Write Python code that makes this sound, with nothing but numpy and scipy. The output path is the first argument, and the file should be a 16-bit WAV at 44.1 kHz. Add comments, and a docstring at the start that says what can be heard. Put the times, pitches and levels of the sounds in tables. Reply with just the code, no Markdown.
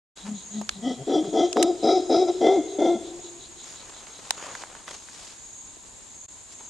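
"""Two soft hoots come first, from a howler monkey up in the trees, working up to a run of hoarse barks.
Each bark starts as a chaotic rasp of the vocal folds and clears into a hoot, sounding through throat
sac and mouth; the forest rings after it. Cicadas buzz their tymbals and another insect chirps evenly.
Right at the microphone the hand-held camera clicks, knocks and rustles; leaves murmur behind it all."""
import sys
import numpy as np
from scipy import signal
from scipy.fft import rfft, irfft
from scipy.io import wavfile
from scipy.ndimage import uniform_filter1d

SR = 44100
rng = np.random.default_rng(int(sys.argv[2]) if len(sys.argv) > 2 else 0)


def put_to_file(sound):
    """Save the sound as 16-bit audio at rate SR, in the file named by the first command-line argument."""
    columns = np.atleast_2d(sound).T  # one column per channel
    safe = np.clip(columns, -1, 1)
    whole_steps = np.round(safe * 32767)
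    wavfile.write(sys.argv[1], SR, whole_steps.astype(np.int16))


N = 295029
TIME = np.arange(N) / SR

# Levels in the tables are relative; the functions set the final balance.
# barks from the trees: (start [s], length [s], rasping part [s], top pitch [Hz], swell [dB],
# throat [dB], mouth [dB], rasp [dB])
BARKS = [(1.071, .148, .092, 323.7, 7.5, -20.5, -25.5, -33.5),
         (1.327, .145, .085, 361.4, 7, -19.5, -20.5, -31),
         (1.56, .165, .068, 358.4, 3, -19.5, -22.5, -34.5), (1.829, 0.17, 0.099, 379.2, 3, -19, -19.5, -29),
         (2.097, 0.16, .072, 376.9, 4, -18, -19, -29), (2.41, .193, .082, 391, 4, -17.5, -18.5, -31.5),
         (2.786, 0.16, 0.091, 353.3, 3, -20.5, -22, -36.5)]
# how throat, mouth and rasp rise to a bark's climax and fade: (swell [factor], fall [dB/s])
BARK_ENVELOPES = [(.9, 9), (1.5, 81), (2.6, 125)]
# soft hoots and grunts around the barks:
# (middle [s], length [s], top pitch [Hz], roughness [0-1], throat [dB], mouth [dB], rasp [dB])
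HOOTS = [(.312, 0.11, 211.6, 0.05, -31.5, -55, -54), (0.576, 0.087, 217.9, 0.07, -30, -50.5, -49),
         (0.784, 0.056, 199.9, .15, -39, -55, -58), (0.885, .092, 257.2, .2, -25, -34, -33.5),
         (1.008, .045, 137.6, .25, -36, -45, -63), (1.256, .07, 190.6, .6, -32.5, -39.5, -51),
         (2.292, .036, 359.1, .08, -20.5, -25.5, -40), (2.95, 0.041, 238, .3, -29, -32, -46)]
# resonances of throat sac, mouth, round and wide lips, nose: (centre [Hz], width [Hz], level [dB])
THROAT_MODES = [(218, 21, -14), (337.3, 59.2, 7), (440.8, 41.8, 7)]
MOUTH_MODES = [(554.5, 82, -6), (683, 64, -2), (751.8, 40.4, -1), (894, 150, -19.5), (1324, 36, -47)]
ROUND_LIP_MODES = [(1358, 54, 0), (3346, 127, 1.5), (3557, 72, 6.5), (3950, 58, -21), (5030, 91, -8),
                   (5890, 190, -6.5)]
WIDE_LIP_MODES = [(1337, 81, 2), (2350, 130, -12), (2613, 53, -12), (3420, 210, -7), (3894, 78, 4.5),
                  (4078, 94, 3.5), (5170, 143, 3.5), (5370, 150, 1), (6000, 160, -7)]
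NASAL_MODES = [(2120, 66, 0)]
# the moving mouth: (time [s], opening [0-1], tuning of upper resonances [factor], nasal ring [dB])
MOUTH_MOTION = [(.88, 0.13, 0.93, 3), (1.14, 0.15, 0.96, -8), (1.42, 0.17, 0.96, -3.5),
                (1.57, 0.64, 0.95, -10), (1.86, 0.98, 0.97, -9), (2.25, 0.92, 0.98, -9.5),
                (2.42, 0.18, 0.96, 5.5), (2.6, 0.24, 1.0, 12.5), (2.85, 0.05, 0.99, 3)]

# clicks of the camera case, right at the microphone:
# (time [s], peak [dB], lower ring [Hz], upper ring [Hz], upper ring level [dB], t60 [s])
CASE_CLICKS = [(.692, -8, 2350, 7000, -2, 0.011), (1.529, -13, 3070, 6860, 1, 0.013),
               (1.6271, -6.5, 2950, 8163, 5, 0.021), (4.307, -1.5, 3131, 7469, 1, 0.01)]
# knocks on the case, among them the duller body of the loud click at 4.307 s: (time [s], peak [dB], ring [Hz],
# t60 [s])
CASE_KNOCKS = [(.614, -23, 690, 0.026), (0.711, -35, 69.5, 0.088), (1.243, -32, 850, 0.031),
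               (1.570, -11, 890, 0.004), (2.163, -31.5, 149.8, 0.02), (4.069, -34.5, 2493, 0.026),
               (4.19, -35, 700, 0.015), (4.3078, -14, 1400, 0.0096), (4.551, -22.5, 1630, 0.027),
               (4.592, -40, 970, 0.014), (4.6366, -22, 1220, 0.0081), (4.751, -31.5, 1520, 0.021),
               (4.88, -23.5, 2070, 0.015), (4.945, -40, 4500, 0.047), (5.087, -30.5, 1900, 0.012),
               (5.768, -42.5, 500, 0.04), (6.608, -39, 1070, 0.012)]
# strokes of sleeve and hand: (peak time [s], rise [s], fall [s], body [dB], hiss [dB])
RUB_STROKES = [(.17, 0.0077, 0.053, -53.5, -48), (.268, 0.014, 0.029, -42.5, -42.5),
               (3.691, 0.068, 0.095, -54.5, -43.5), (3.89, 0.22, 0.96, -55, -54),
               (4.255, 0.11, 0.3, -55, -48), (4.445, 0.077, 0.17, -41, -44), (4.585, .09, 0.077, -68, -44),
               (4.74, 0.11, 0.12, -53.5, -57), (4.878, 0.0047, .06, -47, -42.5),
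               (4.95, 0.048, 0.026, -51, -42), (5.255, 0.33, 0.14, -56.5, -45),
               (6.53, .02, 0.011, -57, -43.5), (6.605, 0.018, .08, -55, -58)]
# spectra of the rubbing's body and hiss: (frequency [Hz], level [dB])
RUB_BODY_SPECTRUM = [(60, -12), (160, -8.5), (300, -2.5), (550, 0.5), (950, 2), (1400, -2), (2200, -7),
                     (3500, -9.5)]
RUB_HISS_SPECTRUM = [(1500, -4.5), (2800, 0.5), (4500, 4), (7000, 3), (9000, -4.5), (11500, -13),
                     (13000, -56)]

# tymbals: the near cicada's two rings, then the second cicada's: (centre [Hz], width [Hz], level [dB])
TYMBAL_MODES = [(6478, 153, -2), (6744, 290, 4.5), (7220, 190, -0.5)]
# phrases of the near cicada: (middle [s], length [s], lower ring [dB], main ring [dB])
CICADA_PHRASES = [(0.482, 0.36, -47, -48.5), (1.438, 0.45, -48, -52.5), (2.05, 0.6, -49, -56),
                  (2.713, 0.53, -46, -55), (3.267, 0.27, -55, -50.5), (3.679, 0.64, -55.5, -52),
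                  (4.101, 0.26, -48, -60), (4.464, 0.39, -52, -50), (4.96, 0.23, -48, -59),
                  (5.55, 0.36, -50.5, -50), (6.222, 0.23, -47, -51.5), (6.675, .2, -45.5, -54.5)]
# the second, higher cicada: (time [s], level [dB])
SECOND_CICADA_LEVEL = [(.2, -59), (1.0, -55), (2.4, -53), (3.2, -58), (4.4, -61), (5.4, -55), (6.5, -50.5)]
# resonances of the chorus farther back and of the chirping insect: (centre [Hz], width [Hz], level [dB])
CHORUS_MODES = [(7470, 49, 2), (7780, 290, -8.5), (8120, 55, -0.5), (8230, 450, -11.5)]
CHIRP_MODES = [(3655, 770, -9), (4020, 260, -0.5), (4350, 2100, -15)]
# the chirping insect fading away: (time [s], level [dB])
CHIRP_LEVEL = [(.2, -48), (3.0, -49), (4.1, -50.5), (4.5, -56.5), (5.0, -71)]

# breeze in the leaves: (time [s], level [dB])
BREEZE_LEVEL = [(.2, -51.5), (2.5, -49), (4.6, -53), (5.8, -53), (6.69, -54)]
# spectra of the leaves' murmur and of a thin hiss: (frequency [Hz], level [dB])
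LEAF_SPECTRUM = [(15, -26), (25, 0), (64, -1.5), (124, -1.5), (143, -5.5), (242, -2.5), (349, -5),
                 (429, -6.5), (516, -8.5), (958, -7), (1260, -11.5), (1520, -12.5), (6000, -13.5),
                 (7800, -38), (13200, -120)]
HISS_SPECTRUM = [(5000, -30), (6500, 3.5), (8500, 1), (11300, -5), (12200, -30)]
# drones far off in the forest: (centre [Hz], width [Hz], level [dB])
DRONE_MODES = [(962, 160, -6.5), (3880, 880, -9.5)]


def monkey(jitter=.24, shimmer_db=6, breath=.2, flutter_db=4.5):
    """Up in the trees, vocal folds swing between chaos and a clean tone, driving throat sac and mouth."""
    pitch, rough, throat_gain, mouth_gain, rasp_gain = calls()
    cycles = np.cumsum(pitch * np.exp(jitter * rough * drift(120) + .012 * drift(30))) / SR
    closures = np.diff(np.floor(cycles), prepend=0) * from_db(shimmer_db * rough * drift(126))
    # air rushes through in puffs, one for each opening of the folds
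    puffs = rng.standard_normal(N) * (1 + np.cos(2 * np.pi * cycles))
    folds = hold_level(closures, .0093) + breath * (.5 + rough) * rms_one(puffs)
    # the sac sings a near sine when the folds are steady and growls when they are not
    tone = np.sqrt(2) * np.sin(2 * np.pi * cycles) * from_db(flutter_db * drift(23.2))
    growl = hold_level(cut(resonate(folds, THROAT_MODES), 200, "high", order=8), .02)
    throat = hold_level((1 - rough) * tone + rough * growl, .027)
    mouth = resonate(folds + .66 * puffs, MOUTH_MODES, order=2)
    mouth = hold_level(mouth + .053 * cut(folds, [450, 1300], "band"), .072)
    rasp = lips_and_nose(folds + .5 * puffs)
    rasp_gain = np.minimum(rasp_gain, .51 * mouth_gain)  # the rasp only sounds when the mouth does
    voice = throat_gain * throat + from_db(-1.5) * mouth_gain * mouth + rasp_gain * rasp
    throb = from_db(.76 * drift(51))  # the whole sac throbs under the strain
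    return cut(throb * voice, [125, 9000], "band", order=3)


def lips_and_nose(hoarse):
    """The rasp rings in lips and nose; opening the mouth shifts the weight to higher resonances."""
    opening, tuning, nasal_db = in_time(MOUTH_MOTION)
    rounded = (1 - opening) * glide(hoarse, ROUND_LIP_MODES, tuning)
    wide = opening * glide(hoarse, WIDE_LIP_MODES, tuning)
    nasal = from_db(nasal_db) * glide(hoarse, NASAL_MODES, tuning)
    broadband = .086 * cut(hoarse, [1000, 7000], "band", order=4)
    return cut(hold_level(rounded + wide + nasal + broadband, .018), 8000, "low", order=6)


def calls(growl_hz=239.4):
    """All calls in a row; the strongest in the throat at each moment sets pitch and roughness."""
    pitch, rough, levels, strongest = growl_hz, 0, 0, 0
    barks = [bark(growl_hz, *row) for row in BARKS]
    hoots = [hoot(*row) for row in HOOTS]
    for hz, roughness, *gains in barks + hoots:
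        leads = gains[0] > strongest
        pitch = np.where(leads, hz, pitch)
        rough = np.where(leads, roughness, rough)
        levels = np.maximum(levels, gains)
        strongest = levels[0]
    return pitch, rough, *levels


def bark(growl_hz, start_s, length_s, rasping_s, top_hz, swell_db, *levels_db):
    """Pitch, roughness and three gains of a bark: a swelling rasp that clears into an arching hoot."""
    arch_top_s, arch_width_s = .124, .07
    attack_s, release_s, clearing_s = .009, .03, .009
    t = np.clip(TIME - start_s, -1, 1)
    pitch = growl_hz + (top_hz - growl_hz) * np.exp(-((t - arch_top_s) / arch_width_s) ** 2)
    cleared = .5 + .5 * np.tanh((t - rasping_s) / clearing_s)
    rough = .92 - .84 * cleared
    gate = np.clip(t / attack_s + .5, 0, 1) * np.clip((length_s - t) / release_s + .5, 0, 1)
    climax_s = rasping_s - .02  # loudest just before it clears
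    to_go = np.clip(1 - t / climax_s, 0, 1)
    past_s = np.maximum(t - climax_s, 0)
    gains = [gate * from_db(db - share * swell_db * to_go - fall * past_s)
             for db, (share, fall) in zip(levels_db, BARK_ENVELOPES)]
    return pitch, rough, *gains


def hoot(middle_s, length_s, top_hz, rough, *levels_db, edge_db=6, sag=.06):
    """Pitch, roughness and three gains of a soft hoot: level and pitch rise and fall together."""
    away = from_middle(middle_s, length_s)
    pitch = top_hz * (1 - sag * np.minimum(away, 2))
    swell = from_db(-edge_db * away ** 1.5)
    return pitch, rough, *(from_db(db) * swell for db in levels_db)


def forest(voice, tail_db=-13, trunks_db=-17, low_t60=1.57, mid_t60=1.8, leaf_t60=1.0, trunk_t60=1.0):
    """Near trunks scatter a quick echo and leaves a bright one; from far trees the low hoot carries."""
    t = TIME[:2 * SR]
    noise = stereo_noise(1.0)[:, :len(t)] * np.clip(t / .074, 0, 1)
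    low = cut(noise, [340.1, 441.4], "band") * from_db(-60 * t / low_t60)
    middle = cut(noise, [600, 2500], "band") * from_db(-9 - 60 * t / mid_t60)
    leaves = cut(noise, 2000, "high") * from_db(2 - 60 * t / leaf_t60)
    trunks = cut(stereo_noise(.95)[:, :len(t)], 204, "high") * from_db(-60 * t / trunk_t60) * (t > .006)
    # scaled so that a longer decay adds no energy
    tail = (low + middle + leaves) / np.sqrt(SR * low_t60 / np.log(1e6))
    trunks /= np.sqrt(SR * trunk_t60 / np.log(1e6))
    echo = from_db(tail_db) * tail + from_db(trunks_db) * trunks
    return signal.fftconvolve(voice[None], echo, axes=1)[:, :N]


def camera_taps(crack=.18, knock_edge=.089):
    """Right at the microphone, clicks ring the plastic case; finger knocks are duller."""
    out = np.zeros((2, N))
    for time_s, db, low_hz, high_hz, high_db, t60 in CASE_CLICKS:
        span, hit = contact(time_s, t60, spread=.73)
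        ring = resonate(hit, [(low_hz, 1800, 0), (high_hz, 2800, high_db)])
        click = cut(ring + crack * cut(hit, [1000, 9000], "band"), 11000, "low", order=8)
        out[:, span] += from_db(db) * click / np.abs(click).max()
    for time_s, db, hz, t60 in CASE_KNOCKS:
        span, hit = contact(time_s, t60, spread=.38)
        knock = cut(hit, [hz / 2.13, hz * 1.36], "band") + knock_edge * cut(hit, [60, 6000], "band")
        out[:, span] += from_db(db) * knock / np.abs(knock).max()
    return out


def contact(time_s, t60, spread):
    """A brief touch on the case: its span of samples and a stereo burst of noise that dies at once."""
    t = TIME[:SR // 20]
    start = int(time_s * SR)
    mid, side = rng.standard_normal((2, len(t)))
    burst = (mid + spread * side * [[1], [-1]]) * from_db(-60 * t / t60)
    return slice(start, start + len(t)), burst


def rubbing(edge_db=12, grain_db=3):
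    """Cloth and skin catch and slip beside the microphone; each stroke builds up and dies away."""
    body_gain = hiss_gain = 0
    for peak_s, rise_s, fall_s, body_db, hiss_db in RUB_STROKES:
        away = np.maximum((peak_s - TIME) / rise_s, (TIME - peak_s) / fall_s)
        stroke = from_db(-edge_db * np.minimum(away, 10))
        body_gain = np.hypot(body_gain, from_db(body_db) * stroke)
        hiss_gain = np.hypot(hiss_gain, from_db(hiss_db) * stroke)
    grip = rms_one(from_db(grain_db * drift(115)))
    body = from_db(4) * body_gain * colour(stereo_noise(.93), RUB_BODY_SPECTRUM)
    hiss = hiss_gain * colour(stereo_noise(.59), RUB_HISS_SPECTRUM)
    return grip * (body + hiss)


def cicadas(idle_db=-57.5, edge_db=5.5, buzz_db=1.5, chorus_db=-54):
    """Tymbals ring: a near singer swells in phrases, a second holds its note, a chorus lies behind."""
    lower = main = from_db(idle_db)
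    for middle_s, length_s, lower_db, main_db in CICADA_PHRASES:
        swell = from_db(-edge_db * from_middle(middle_s, length_s))
        lower = np.maximum(lower, from_db(lower_db) * swell)
        main = np.maximum(main, from_db(main_db) * swell)
    second = from_db(in_time(SECOND_CICADA_LEVEL)[0])
    singers = 0
    for gain, (hz, width, db) in zip([lower, main, second], TYMBAL_MODES):
        buzz = from_db(db - buzz_db * drift(60))
        ring = resonate(stereo_noise(.53), [(hz, width, db)], order=2)
        singers += gain * buzz * hold_level(ring, .16)
    chorus_gain = from_db(chorus_db + drift(40))
    return singers + chorus_gain * rms_one(resonate(stereo_noise(.55), CHORUS_MODES, order=2))


def chirping_insect(peak_s=.21, period_s=.1793, sharpness=1.36):
    """An insect rasps out evenly spaced chirps, then fades away."""
    strokes = (.5 + .5 * np.cos(2 * np.pi * (TIME - peak_s) / period_s)) ** sharpness
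    teeth = from_db(2 * drift(120))
    rasp = rms_one(teeth * resonate(stereo_noise(.82), CHIRP_MODES, order=2))
    return from_db(in_time(CHIRP_LEVEL)[0]) * strokes * rasp


def forest_air(drones_db=-62, hiss_db=-58):
    """The bed of the place: leaves murmuring all around, far-off drones and a thin hiss."""
    breeze = from_db(in_time(BREEZE_LEVEL)[0] + .84 * drift(12))
    leaves = breeze * colour(stereo_noise(.33), LEAF_SPECTRUM)
    drones = from_db(drones_db + drift(8)) * rms_one(resonate(stereo_noise(.85), DRONE_MODES, order=2))
    return leaves + drones + from_db(hiss_db) * colour(stereo_noise(.074), HISS_SPECTRUM)


def from_db(db):
    """Decibels as an amplitude factor."""
    return 10 ** (np.asarray(db) / 20)


def rms_one(x):
    """Scales a sound to rms 1."""
    return x / np.sqrt(np.mean(x ** 2) + 1e-20)


def in_time(rows):
    """Each column of a curve at every sample."""
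    times, *columns = np.transpose(rows)
    return [np.interp(TIME, times, column) for column in columns]


def from_middle(middle_s, length_s):
    """Squared distance in time from the middle of a sound: 1 at either end."""
    return np.minimum((2 * (TIME - middle_s) / length_s) ** 2, 100)


def drift(rate_hz, step=40):
    """A smooth random wander of rms 1, mostly slower than the rate."""
    pole = np.exp(-2 * np.pi * step * rate_hz / SR)
    noise = rng.standard_normal(N // step + 2002)
    slow = signal.lfilter([1], [1, -2 * pole, pole * pole], noise)[2000:]
    return np.interp(np.arange(N) / step, np.arange(len(slow)), rms_one(slow))


def cut(x, hz, kind, order=2):
    """A low-, high- or band-pass filter."""
    sections = signal.butter(order, np.clip(hz, 10, .45 * SR), kind, fs=SR, output="sos")
    return signal.sosfilt(sections, x + 1e-18)


def resonate(x, modes, order=1):
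    """Parallel resonances of alternating sign; order 2 gives steeper skirts."""
    return sum((-1) ** k * from_db(db) * cut(x, [hz - width / 2, hz + width / 2], "band", order)
               for k, (hz, width, db) in enumerate(modes))


def glide(x, modes, tuning):
    """Resonances whose centres move together: shift down, low-pass, shift back."""
    phase_per_hz = 2 * np.pi * np.cumsum(tuning) / SR
    out = 0
    for hz, width, db in modes:
        carrier = np.exp(1j * hz * phase_per_hz)
        out += from_db(db) * 2 * np.real(carrier * cut(x / carrier, width / 2, "low"))
    return out


def hold_level(x, window_s):
    """Holds a sound at rms 1, keeping flutter faster than the window."""
    size = int(window_s * SR)
    power = uniform_filter1d(uniform_filter1d(x * x, size), size)
    return x / np.sqrt(np.abs(power) + 1e-14)


def stereo_noise(correlation):
    """White noise with a given left-right correlation."""
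    mid, side = rng.standard_normal((2, N))
    return np.sqrt(1 + correlation) * mid + np.sqrt(1 - correlation) * side * [[1], [-1]]


def colour(x, spectrum):
    """Gives noise a spectrum that falls away beyond its ends; rms 1."""
    hz, db = np.transpose(spectrum)
    bins_hz = np.maximum(np.arange(N // 2 + 1) * SR / N, 1)
    knots_hz = np.r_[hz[0] / 2, hz, hz[-1] * np.sqrt(2)]
    shape_db = np.interp(np.log(bins_hz), np.log(knots_hz), np.r_[db[0] - 20, db, -80])
    return rms_one(irfft(rfft(x) * from_db(shape_db), N))


def pan(x, left_db):
    """Places a sound by the left channel's lead over the right."""
    return x * from_db([[left_db / 2], [-left_db / 2]])


def scene():
    """From the microphone: the monkey a little to the left, insects near the centre, handling close by."""
    voice = monkey()
    return (pan(voice + forest(voice), left_db=2.2)
            + pan(cicadas(), left_db=.3)
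            + chirping_insect()
            + pan(camera_taps(), left_db=-.5)
            + pan(rubbing() + forest_air(), left_db=1.5))


def record(dry, ceiling=.48, cutoff_hz=16000):
    """The camera's microphone opens after a moment, overloads on loud clicks and briefly drops out once."""
    clipped = dry / (1 + (dry / ceiling) ** 8) ** (1 / 8)
    live = np.interp(TIME, [.155, .17, 6.26, 6.264, 6.281, 6.285], [0, 1, 1, .05, .05, 1])
    return signal.sosfilt(signal.cheby2(12, 70, cutoff_hz, fs=SR, output="sos"), clipped * live)


dry = scene()
out = record(dry)
put_to_file(out)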